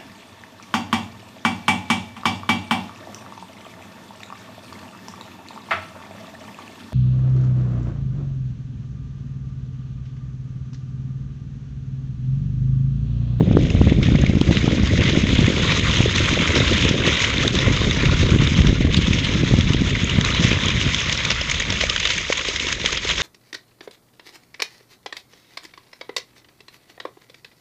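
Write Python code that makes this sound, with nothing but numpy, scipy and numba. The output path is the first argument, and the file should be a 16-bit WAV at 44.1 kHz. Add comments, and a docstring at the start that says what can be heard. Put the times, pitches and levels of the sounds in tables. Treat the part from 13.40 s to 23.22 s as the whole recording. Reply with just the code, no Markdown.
"""Lake shallows in the open air, dogs a few metres from a small camera, wind on its microphone port.
First hard eddies, swings of the diaphragm, overload the microphone while the dogs wade with light slaps.
Then they romp: torn noise makes the spray, short bursts the slaps, small rings the drops and bubbles.
Last they gallop out: spatter and hollow plunges come forward as the wind eases with the camera's turn."""
import sys
import numpy as np
from scipy import signal
from scipy.fft import rfft, irfft
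from scipy.io import wavfile
from scipy.ndimage import uniform_filter1d
from numba import njit

SR = 44100
rng = np.random.default_rng(int(sys.argv[2]) if len(sys.argv) > 2 else 0)


def master(y):
    """Save y as 16-bit WAV."""
    cut = np.clip(np.atleast_2d(y).T, -1, 1)
    pcm = np.round(cut * 32767)  # scale
    wavfile.write(sys.argv[1], SR, pcm.astype(np.int16))


N = 433062  # length in samples

# how hard the dogs churn the water: start_s, spray level_db
CHURN = [(0.0, -45), (0.3, -37.5), (1.0, -34.5), (1.4, -30), (2.3, -24), (3.8, -23), (5.2, -26.5),
         (5.9, -28.5), (6.4, -28.5), (7.0, -25), (8.1, -26), (9.25, -27.5), (9.82, -26)]
# sheets of water thrown up by a leap: start_s, lift_db above the churn
SURGES = [(0.63, 8.5), (1.121, 7.5), (1.62, 3.5), (2.29, 3), (3.162, 3.5), (5.87, 4.5), (6.86, 3),
          (7.41, 0.5), (9.69, 6), (9.79, 6.5)]
SURGE_RISE_S, SURGE_FADE_S = 0.0032, 0.11
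# brief dips in the splashing: middle_s, depth_db, half_length_s
LULLS = [(0.61, 3.5, 0.066), (1.874, 3.5, 0.021), (2.423, 4.5, 0.029), (3.549, 6, 0.045), (4.12, 5, 0.034),
         (5.442, 4, 0.12), (8.212, 1, 0.063), (9.39, 5, 0.05), (9.612, 5, 0.016), (9.753, 5.5, 0.03)]
SLOSH_SWING = 1.4  # dB the slosh drops per dB of lull
# the dogs rush the shore over this span: start_s, end_s
APPROACH_S = [7.4, 7.73]
# before and after the rush: far_db, near_db
MIST_DB, SLOSH_DB, SPATTER_DB = [-10.5, -8.5], [-8.5, -10], [-20, -9]
# paws slapping the surface: peak_s, level_db, pitch_hz
SLAPS = [(0.3035, -15, 2630), (0.6304, -15.5, 2153), (0.6561, -21, 2347), (0.7564, -16, 2090),
         (0.8649, -10.5, 2270), (1.0134, -11, 3220), (1.111, -13, 2780), (1.1528, -19, 2239),
         (1.171, -9, 2730), (1.6095, -11, 2650), (2.761, -6.5, 3600), (2.782, -9, 2670),
         (3.1556, -6.5, 3900), (3.667, -6, 3730), (3.804, -7, 2110), (3.847, -2.5, 3070),
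         (3.9822, -7, 3670), (4.079, -2, 3700), (4.153, -10, 3900), (4.1898, -6, 3630), (4.5112, -6, 3570),
         (4.9065, -12, 2400), (5.074, -9, 3700), (5.2714, -8, 3580), (5.545, -7, 3580),
         (5.6726, -9.5, 3530), (5.7328, -12.5, 2465), (6.21, -7, 3400), (6.335, -8, 2870),
         (6.5545, -14, 2150), (6.6973, -6, 2906), (6.812, -8.5, 3360), (6.849, -6.5, 3930),
         (6.905, -9, 2900), (6.9484, -8, 3040), (7.039, -10, 3400), (7.13, -9.5, 2560), (7.2845, -7, 3240),
         (7.305, -7, 2480), (7.414, -6.5, 2880), (7.5463, -6, 3320), (7.697, -8.5, 3100), (7.727, -9, 2282),
         (7.8515, -9.5, 3670), (7.904, -9.5, 2140), (7.916, -8, 3780), (8.013, -9.5, 3000),
         (8.098, -10, 3000), (8.116, -8.5, 2200), (8.145, -12, 2560), (8.203, -10, 1900),
         (8.224, -14.5, 2040), (8.303, -9.5, 3060), (8.325, -12, 3400), (8.4115, -9.5, 1990),
         (8.425, -17, 3100), (8.4387, -13, 3620), (8.498, -9.5, 2700), (8.563, -8, 3300), (8.58, -14, 3000),
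         (8.602, -11, 3640), (8.6536, -7, 2070), (8.6743, -10.5, 4758), (8.704, -7.5, 3660),
         (8.722, -15, 2900), (8.9258, -4.5, 2220), (8.9774, -14.5, 2217), (8.994, -14, 3500),
         (9.012, -14, 2810), (9.05, -17, 2400), (9.1618, -10, 2060), (9.2, -11.5, 2600),
         (9.2698, -13, 3466), (9.287, -11, 2799), (9.327, -10, 3300), (9.452, -12, 2500),
         (9.461, -4.5, 3000), (9.529, -9.5, 2120), (9.575, -12, 3220), (9.675, -12, 2160),
         (9.7812, -11, 2885)]
BURST_LOW_HZ, BURST_HIGH_HZ = 1100, 5300
# paws plunging close by, an air pocket closing: start_s, level_db, pitch_hz
PLUNGES = [(7.914, -18, 493), (8.014, -18, 576), (8.302, -21, 308), (8.325, -19, 496), (8.437, -8.5, 560),
           (8.504, -20, 490), (8.654, -20, 530), (8.901, -6, 513), (9.086, -14, 440), (9.269, -20, 353),
           (9.443, -14, 510), (9.46, -18, 450), (9.526, -19, 423), (9.651, -14, 442)]
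# bodies ploughing through, water without a sharp front: middle_s, level_db, half_length_s, centre_hz
GUSHES = [(1.629, -24, 0.006, 1400), (2.884, -21, 0.0076, 1340), (5.571, -21.5, 0.0091, 3500),
          (5.848, -19, 0.012, 2960), (8.412, -22, 0.0051, 3000), (8.783, -20, 0.0088, 2280),
          (9.088, -21.5, 0.0073, 3430), (9.478, -22.5, 0.0079, 2400)]
GUSH_WIDTH = 1.3  # band edges as a factor either side of the centre
# brief bright ticks, many of them the bright edge of a slap: peak_s, level_db, pitch_hz
TICKS = [(0.8164, -21, 6440), (2.5689, -15, 6190), (3.1526, -19, 5600), (6.6447, -14.5, 6600),
         (7.0842, -16, 6460), (7.2598, -14.5, 6640), (7.5456, -14, 5500), (7.6055, -16, 6560),
         (7.7756, -14, 5500), (8.0156, -14, 5250), (8.1133, -10.5, 6560), (8.1996, -11.5, 6540),
         (8.3049, -13, 5500), (8.4995, -11, 5230), (8.6007, -16, 6270), (8.7813, -13, 6400),
         (8.9744, -14, 6590), (9.5261, -15, 6400)]
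# short warbling water tones, one sweeping up steeply, one nearly level, one rising a little:
# start_s, start_hz, rise_factor, length_s, level_db
WATER_TONES = [(0.603, 896, 3.8, 0.036, -38), (8.478, 1206, 1.03, 0.06, -32),
               (9.488, 1097, 1.2, 0.014, -31)]
# colour of water sounds through the camera body, a notch near 800 Hz: pitch_hz, level_db
BODY = [(150, -29), (300, -9), (520, -6), (680, -11), (790, -19), (950, -7.5), (1250, -8), (1600, -9.5),
        (2150, -3), (2600, -5), (3600, -2), (3950, -6), (4400, -9.5), (5050, -7.5), (5800, -9),
        (6500, -5.5), (7600, -18.5), (8740, -39), (11400, -72.5)]
# wind on the port, gusts swelling and easing: start_s, level_db
WIND = [(0.0, -16), (1.3, -18.5), (2.1, -18.5), (3.0, -21.5), (3.5, -19), (3.85, -24), (4.5, -19.5),
        (5.2, -18), (5.85, -21), (6.15, -17), (6.85, -22.5), (7.1, -21.5), (7.45, -21.5), (7.55, -27),
        (8.4, -30.5), (9.0, -42.5), (9.35, -36), (9.82, -35)]
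# deep rumble and sharp eddies against the wind: start_s, deep_db, sharp_db
WIND_TONE = [(0, -7, -9.5), (2, -17.5, -8.5), (2.8, -17, -7), (3.6, -22, -4), (4.3, -8.5, -6.5),
             (5.2, -4.5, -12), (7.4, -13, -11), (8.4, -1, -23), (9.1, 0.5, -1), (9.82, 1.5, -10)]
# spectrum of the wind's rumble: pitch_hz, level_db (per Hz, relative)
RUMBLE = [(12, -32.5), (20, -15.5), (64, -9), (119, 4), (248, -2.5), (400, -18), (520, -43.5), (880, -120)]
# hardest eddies on the port: peak_s, level_db, pitch_hz
BUFFETS = [(0.009, 0, 245), (0.0874, -3, 175), (0.1132, 0.5, 187), (0.1514, -2, 217), (0.171, 7, 312),
           (0.3508, 1.5, 179), (0.415, 5.5, 216), (0.473, 3, 167), (0.5233, 0.5, 239), (0.5869, 0.5, 170),
           (0.687, -1.5, 199), (0.7218, 0, 196), (0.7523, 2, 170), (0.839, 1, 207), (0.8989, 1, 155),
           (0.9548, -4.5, 202), (0.9723, -5, 225), (1.0153, 3, 246), (1.0926, -1, 154), (1.1115, 1, 245),
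           (1.2444, -2.5, 192), (1.2795, 0, 243), (1.3832, -6, 229), (1.3995, -3, 176), (1.4357, -1.5, 177),
           (1.5931, -3, 241), (1.689, -3.5, 220), (1.736, -10, 260), (1.7746, 2, 217), (1.8407, -1.5, 166),
           (1.9323, -3, 218), (1.991, 2.5, 205), (2.0826, -1, 230), (2.3958, -8, 205), (2.6064, 0.5, 229),
           (2.9309, -3.5, 205), (2.9762, -5.5, 410), (3.0035, -5.5, 211), (3.4404, -5.5, 229),
           (3.4533, -1.5, 253), (3.5121, -2.5, 225), (4.05, -6.5, 412), (4.07, -7.5, 210),
           (4.4169, -7.5, 301), (4.4773, -6.5, 208), (4.695, -7.5, 149), (4.7374, -11, 255),
           (4.813, -6, 150), (4.8304, -3, 231), (4.9223, -1.0, 147), (4.9502, -3, 174), (4.9624, -2, 281),
           (5.022, -5.5, 230), (5.121, -4.5, 150), (5.1917, 0, 146), (5.209, 0.5, 153), (5.2484, -5.5, 209),
           (5.296, -5.5, 140), (5.3291, -3.5, 220), (5.409, -1, 190), (5.4501, -1.5, 241),
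           (5.5741, -4, 170), (5.5906, -5.5, 240), (5.6834, -3.0, 188), (5.711, -3.5, 179),
           (6.0357, -0.5, 239), (6.1128, -5.5, 284), (6.1394, 3, 217), (6.1883, -4, 209),
           (6.3055, -3.5, 227), (6.347, -3, 231), (6.4204, -2.5, 186), (6.6356, -7.5, 176),
           (6.788, -1.5, 203), (6.9982, -5.5, 170), (7.0132, -9, 180), (7.0508, -2.5, 184),
           (7.117, -6.5, 284), (7.131, -7.5, 222), (7.4663, -6, 193)]
HEAVE_DB, HEAVE_PITCH = -9, 0.55  # slower heave around each hard eddy: dB and factor against that eddy
CLIP = .69  # level where the microphone input flattens (full scale = 1)
TOP_HZ = 8850  # top of the recorded band


def spray():
    """Sheets of water that tear in patches, falling drops, crackle, and bubbles that chirp upwards."""
    time_s = np.arange(N) / SR
    slosh_db = np.interp(time_s, APPROACH_S, SLOSH_DB)
    mist_db = np.interp(time_s, APPROACH_S, MIST_DB)
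    crackle = scatter(count=14000, lo_hz=1440, hi_hz=9000, cycles=2.1, glide=0.58, tail_db=1.0)
    blips = scatter(count=1500, lo_hz=1310, hi_hz=8010, cycles=35.4, glide=1.35, tail_db=1.5)
    bubbles = scatter(count=500, lo_hz=996, hi_hz=7380, cycles=55, glide=1.5, tail_db=0.5)
    # handfuls of drops land together
    when, size = rng.random((700, 2)).T
    falls = 0.98 + puffs(when * (N - 1) / SR, 6.5 * size - 7.0, rise_s=0.0018, fade_s=0.0018)
    patches = undb(1.1 * walk(40))
    torn = patches * falls * (rng.standard_normal(N) + .5 * crackle)
    water = colour(unit(torn) + 0.26 * blips + 0.18 * bubbles, BODY)
    # each band of pitch comes and goes on its own, as drops of one size would
    bands = split(water, [600, 1350, 1950, 3300, 3950, 4500, 5600, 7000])
    bands = [part * undb(1.0 * walk(9) + 1.08 * walk(35)) for part in bands]
    # the finest mist arrives in short puffs
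    mist = unit(sum(bands[5:]) * undb(0.37 * walk(10) + 1.5 * walk(90)))
    slosh = unit(sum(bands[:2]))
    sheet = unit(sum(bands[2:5]))
    low = undb(churn(SLOSH_SWING) + slosh_db) * slosh
    return low + undb(churn(1)) * (sheet + undb(mist_db) * mist)


def churn(swing):
    """Spray level in dB: the slow effort, lifted at once by each leap and sagging in each lull."""
    t = np.arange(0, N / SR + .002, .002)  # every 2 ms
    effort_db = np.interp(t, *np.transpose(CHURN))
    lift = sum(up * np.exp(np.minimum((t - s) / SURGE_RISE_S, (s - t) / SURGE_FADE_S)) for s, up in SURGES)
    sag = sum(down * np.exp(-((t - s) / half) ** 2) for s, down, half in LULLS)
    return np.interp(np.arange(N) / SR, t, effort_db + lift - swing * sag)


def slaps():
    """Each slap: a few quick swings at its pitch inside a broad burst of torn water, then spatter."""
    s, db, _ = np.transpose(SLAPS)
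    grain = undb(2.0 * walk(500)) * band(rng.standard_normal(N), BURST_LOW_HZ, BURST_HIGH_HZ, order=1)
    # the mix of coarse and fine drops keeps changing
    grain = sum(part * undb(3.0 * walk(60)) for part in split(grain, [1500, 2300, 3500, 5200, 6800]))
    spatter_db = np.interp(s, APPROACH_S, SPATTER_DB)
    burst = puffs(s, db - 15.5, rise_s=0.0015, fade_s=0.0018)
    spatter = puffs(s, db + spatter_db, rise_s=0.0022, fade_s=0.0053)
    splash = colour((burst + spatter) * grain, BODY) / np.std(colour(grain, BODY))
    return splash + swings(SLAPS, turns=1.66, edge=0.81)


def plunges():
    """A closing air pocket rings as a hollow plop that dies within a few cycles."""
    s, db, hz = np.transpose(PLUNGES)
    plops = rings(N, s, hz, 8.6 + 0 * s, 0.98 + 0 * s, undb(db))
    return band(plops, 120, 1500, order=1)


def gushes():
    """Each gush is rough noise around its centre that swells and ebbs."""
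    t = np.arange(N) / SR
    rough = undb(2.9 * walk(300)) * rng.standard_normal(N)
    out = np.zeros(N)
    for at, level_db, half, hz in GUSHES:
        swell = np.exp(-((t - at) / half) ** 2)
        out += undb(level_db) * swell * unit(band(rough, hz / GUSH_WIDTH, hz * GUSH_WIDTH))
    return out


def ticks():
    """Brief bright ticks around 5 to 6.6 kHz, each a few swings that swell and die quickly."""
    return swings(TICKS, turns=3.8, edge=1.1)


def water_tones():
    """Short water tones that swell, warble in level and pitch and die, each with its own rise."""
    out = np.zeros(N)
    warble, wobble = undb(4.5 * walk(140)), 1 + 0.04 * walk(120)  # of level, of pitch
    for at, hz, rise, length, level_db in WATER_TONES:
        i = np.arange(int(at * SR), int((at + length) * SR))
        part = (i / SR - at) / length
        swell = np.abs(np.sin(np.pi * part)) ** 0.56
        turns = np.cumsum(hz * rise ** part * wobble[i]) / SR
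        out[i] += undb(level_db) * swell * np.sin(2 * np.pi * turns)
    return out * warble


def wind():
    """Eddies of all sizes pass the port, each a push and a rebound, bunched in flutters over a deep rumble."""
    level_db, = curves(WIND)
    deep_db, sharp_db = curves(WIND_TONE)
    flutter = 1.5 * np.tanh(walk(28) / 1.5)  # soft limit on the swings
    deep = unit(band(rng.standard_normal(N), 34, 75))
    rumble = unit(colour(rng.standard_normal(N), RUMBLE))
    big = scatter(count=1100, lo_hz=81.3, hi_hz=243.5, cycles=7.4, glide=0.3, tail_db=1.5)
    small = scatter(count=2200, lo_hz=257.0, hi_hz=646, cycles=8.4, glide=0.67, tail_db=3.5)
    eddies = unit(undb(1.6 * flutter) * (0.55 * rumble + big))
    sharp = unit(undb(3.5 * flutter + 2.5 * walk(60)) * small)
    push = undb(level_db) * (undb(deep_db) * deep + eddies + undb(sharp_db) * sharp)
    # the diaphragm is pushed smoothly, and a vent bleeds off the slowest pressure
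    return band(push, 33, 610, order=3) + buffets()


def buffets():
    """Each hard eddy is one sharp swing of the diaphragm inside a slower heave and rebound."""
    heaves = [(s, db + HEAVE_DB, hz * HEAVE_PITCH) for s, db, hz in BUFFETS]
    return swings(BUFFETS, turns=0.34, edge=1.13) + swings(heaves, turns=0.76, edge=1.54)


def swings(table, turns, edge):
    """Each row swells to a few swings at its pitch, at a random phase, and dies as quickly."""
    out = np.zeros(N)
    phases = rng.random(len(table))
    for (at, level_db, hz), phase in zip(table, phases):
        i = np.arange(max(int((at - .03) * SR), 0), min(int((at + .03) * SR), N))  # 30 ms either side
        t = i / SR - at
        swell = np.exp(-np.abs(t * hz / turns) ** edge)
        out[i] += undb(level_db) * swell * np.cos(2 * np.pi * (hz * t + phase))
    return out


def scatter(count, lo_hz, hi_hz, cycles, glide, tail_db):
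    """Many small rings at random times and pitches, a few of them bigger by up to 4 * tail_db."""
    when, pitch, rarity, sign = rng.random((count, 4)).T
    size = undb(tail_db * np.minimum(-np.log(1 - rarity), 4)) * np.sign(sign - .5)
    hz = lo_hz * (hi_hz / lo_hz) ** pitch
    one = np.ones(count)
    return unit(rings(N, when * N / SR, hz, cycles * one, glide * one, size))


@njit
def rings(n, at, hz, cycles, glide, size):
    """Damped sines that lose 60 dB in so many cycles while the pitch slides by the factor glide."""
    out = np.zeros(n)
    for k in range(len(at)):
        length = int(cycles[k] * SR / hz[k])
        step = 2 * np.pi * hz[k] / SR
        fade = np.exp(-np.log(1000.) / length)
        slide = glide[k] ** (1. / length)
        i, phase, a = int(at[k] * SR), 0., size[k]
        for j in range(i, min(i + length, n)):
            out[j] += a * np.sin(phase)
            phase, step, a = phase + step, step * slide, a * fade
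    return out


def puffs(s, db, rise_s, fade_s):
    """Envelope of bursts that peak at the given times."""
    marks = np.zeros(N)
    np.add.at(marks, (s * SR).astype(int), undb(db))
    t = np.arange(-441, 2206) / SR  # 10 ms before the peak to 50 ms after
    shape = np.where(t < 0, np.exp(t / rise_s), np.exp(-t / fade_s))
    return signal.fftconvolve(marks, shape)[441:441 + N]


def walk(rate):
    """Random levels held 1 / rate s and slewed twice; rms 1."""
    k = int(SR / rate)
    held = np.repeat(rng.standard_normal(N // k + 1), k)
    return unit(uniform_filter1d(uniform_filter1d(held, k), k)[:N])


def split(x, centres_hz):
    """Overlapping bands that add up to x again."""
    spec = rfft(x)
    at = np.log(np.arange(N // 2 + 1) * SR / N + 1)
    return [irfft(spec * np.interp(at, np.log(centres_hz), row), N) for row in np.eye(len(centres_hz))]


def colour(x, points):
    """Causal minimum-phase filter, built by way of the cepstrum, that follows (Hz, dB) points."""
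    hz, db = np.transpose(points)
    size = 8192
    grid = np.log(np.arange(size // 2 + 1) * SR / size + 1)
    log_gain = np.interp(grid, np.log(hz), db) * np.log(10) / 20
    cep = irfft(log_gain)
    cep = np.r_[cep[0], 2 * cep[1:size // 2], np.zeros(size // 2)]  # fold onto positive time
    return signal.fftconvolve(x, irfft(np.exp(rfft(cep))))[:N]


def band(x, lo_hz, hi_hz, order=2):
    """Butterworth band-pass."""
    return signal.sosfilt(signal.butter(order, [lo_hz, hi_hz], "band", fs=SR, output="sos"), x)


def curves(table):
    """Columns of a table joined by straight lines in time."""
    s, *columns = np.transpose(table)
    return [np.interp(np.arange(N) / SR, s, c) for c in columns]


def undb(db):
    """dB to gain."""
    return 10 ** (np.asarray(db) / 20)


def unit(x):
    """Scale to rms 1."""
    return x / np.sqrt(np.mean(x ** 2))


def scene():
    """Water heard in the open air, with no echo, under wind on the port."""
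    water = spray() + slaps() + plunges() + gushes() + ticks() + water_tones()
    return (water + wind())[None]


def record(dry):
    """The microphone input clips flat, then the top is cut."""
    clipped = np.clip(dry, -CLIP, CLIP)
    return signal.sosfilt(signal.ellip(10, .2, 80, TOP_HZ, fs=SR, output="sos"), clipped)


dry = scene()
out = record(dry)
master(out)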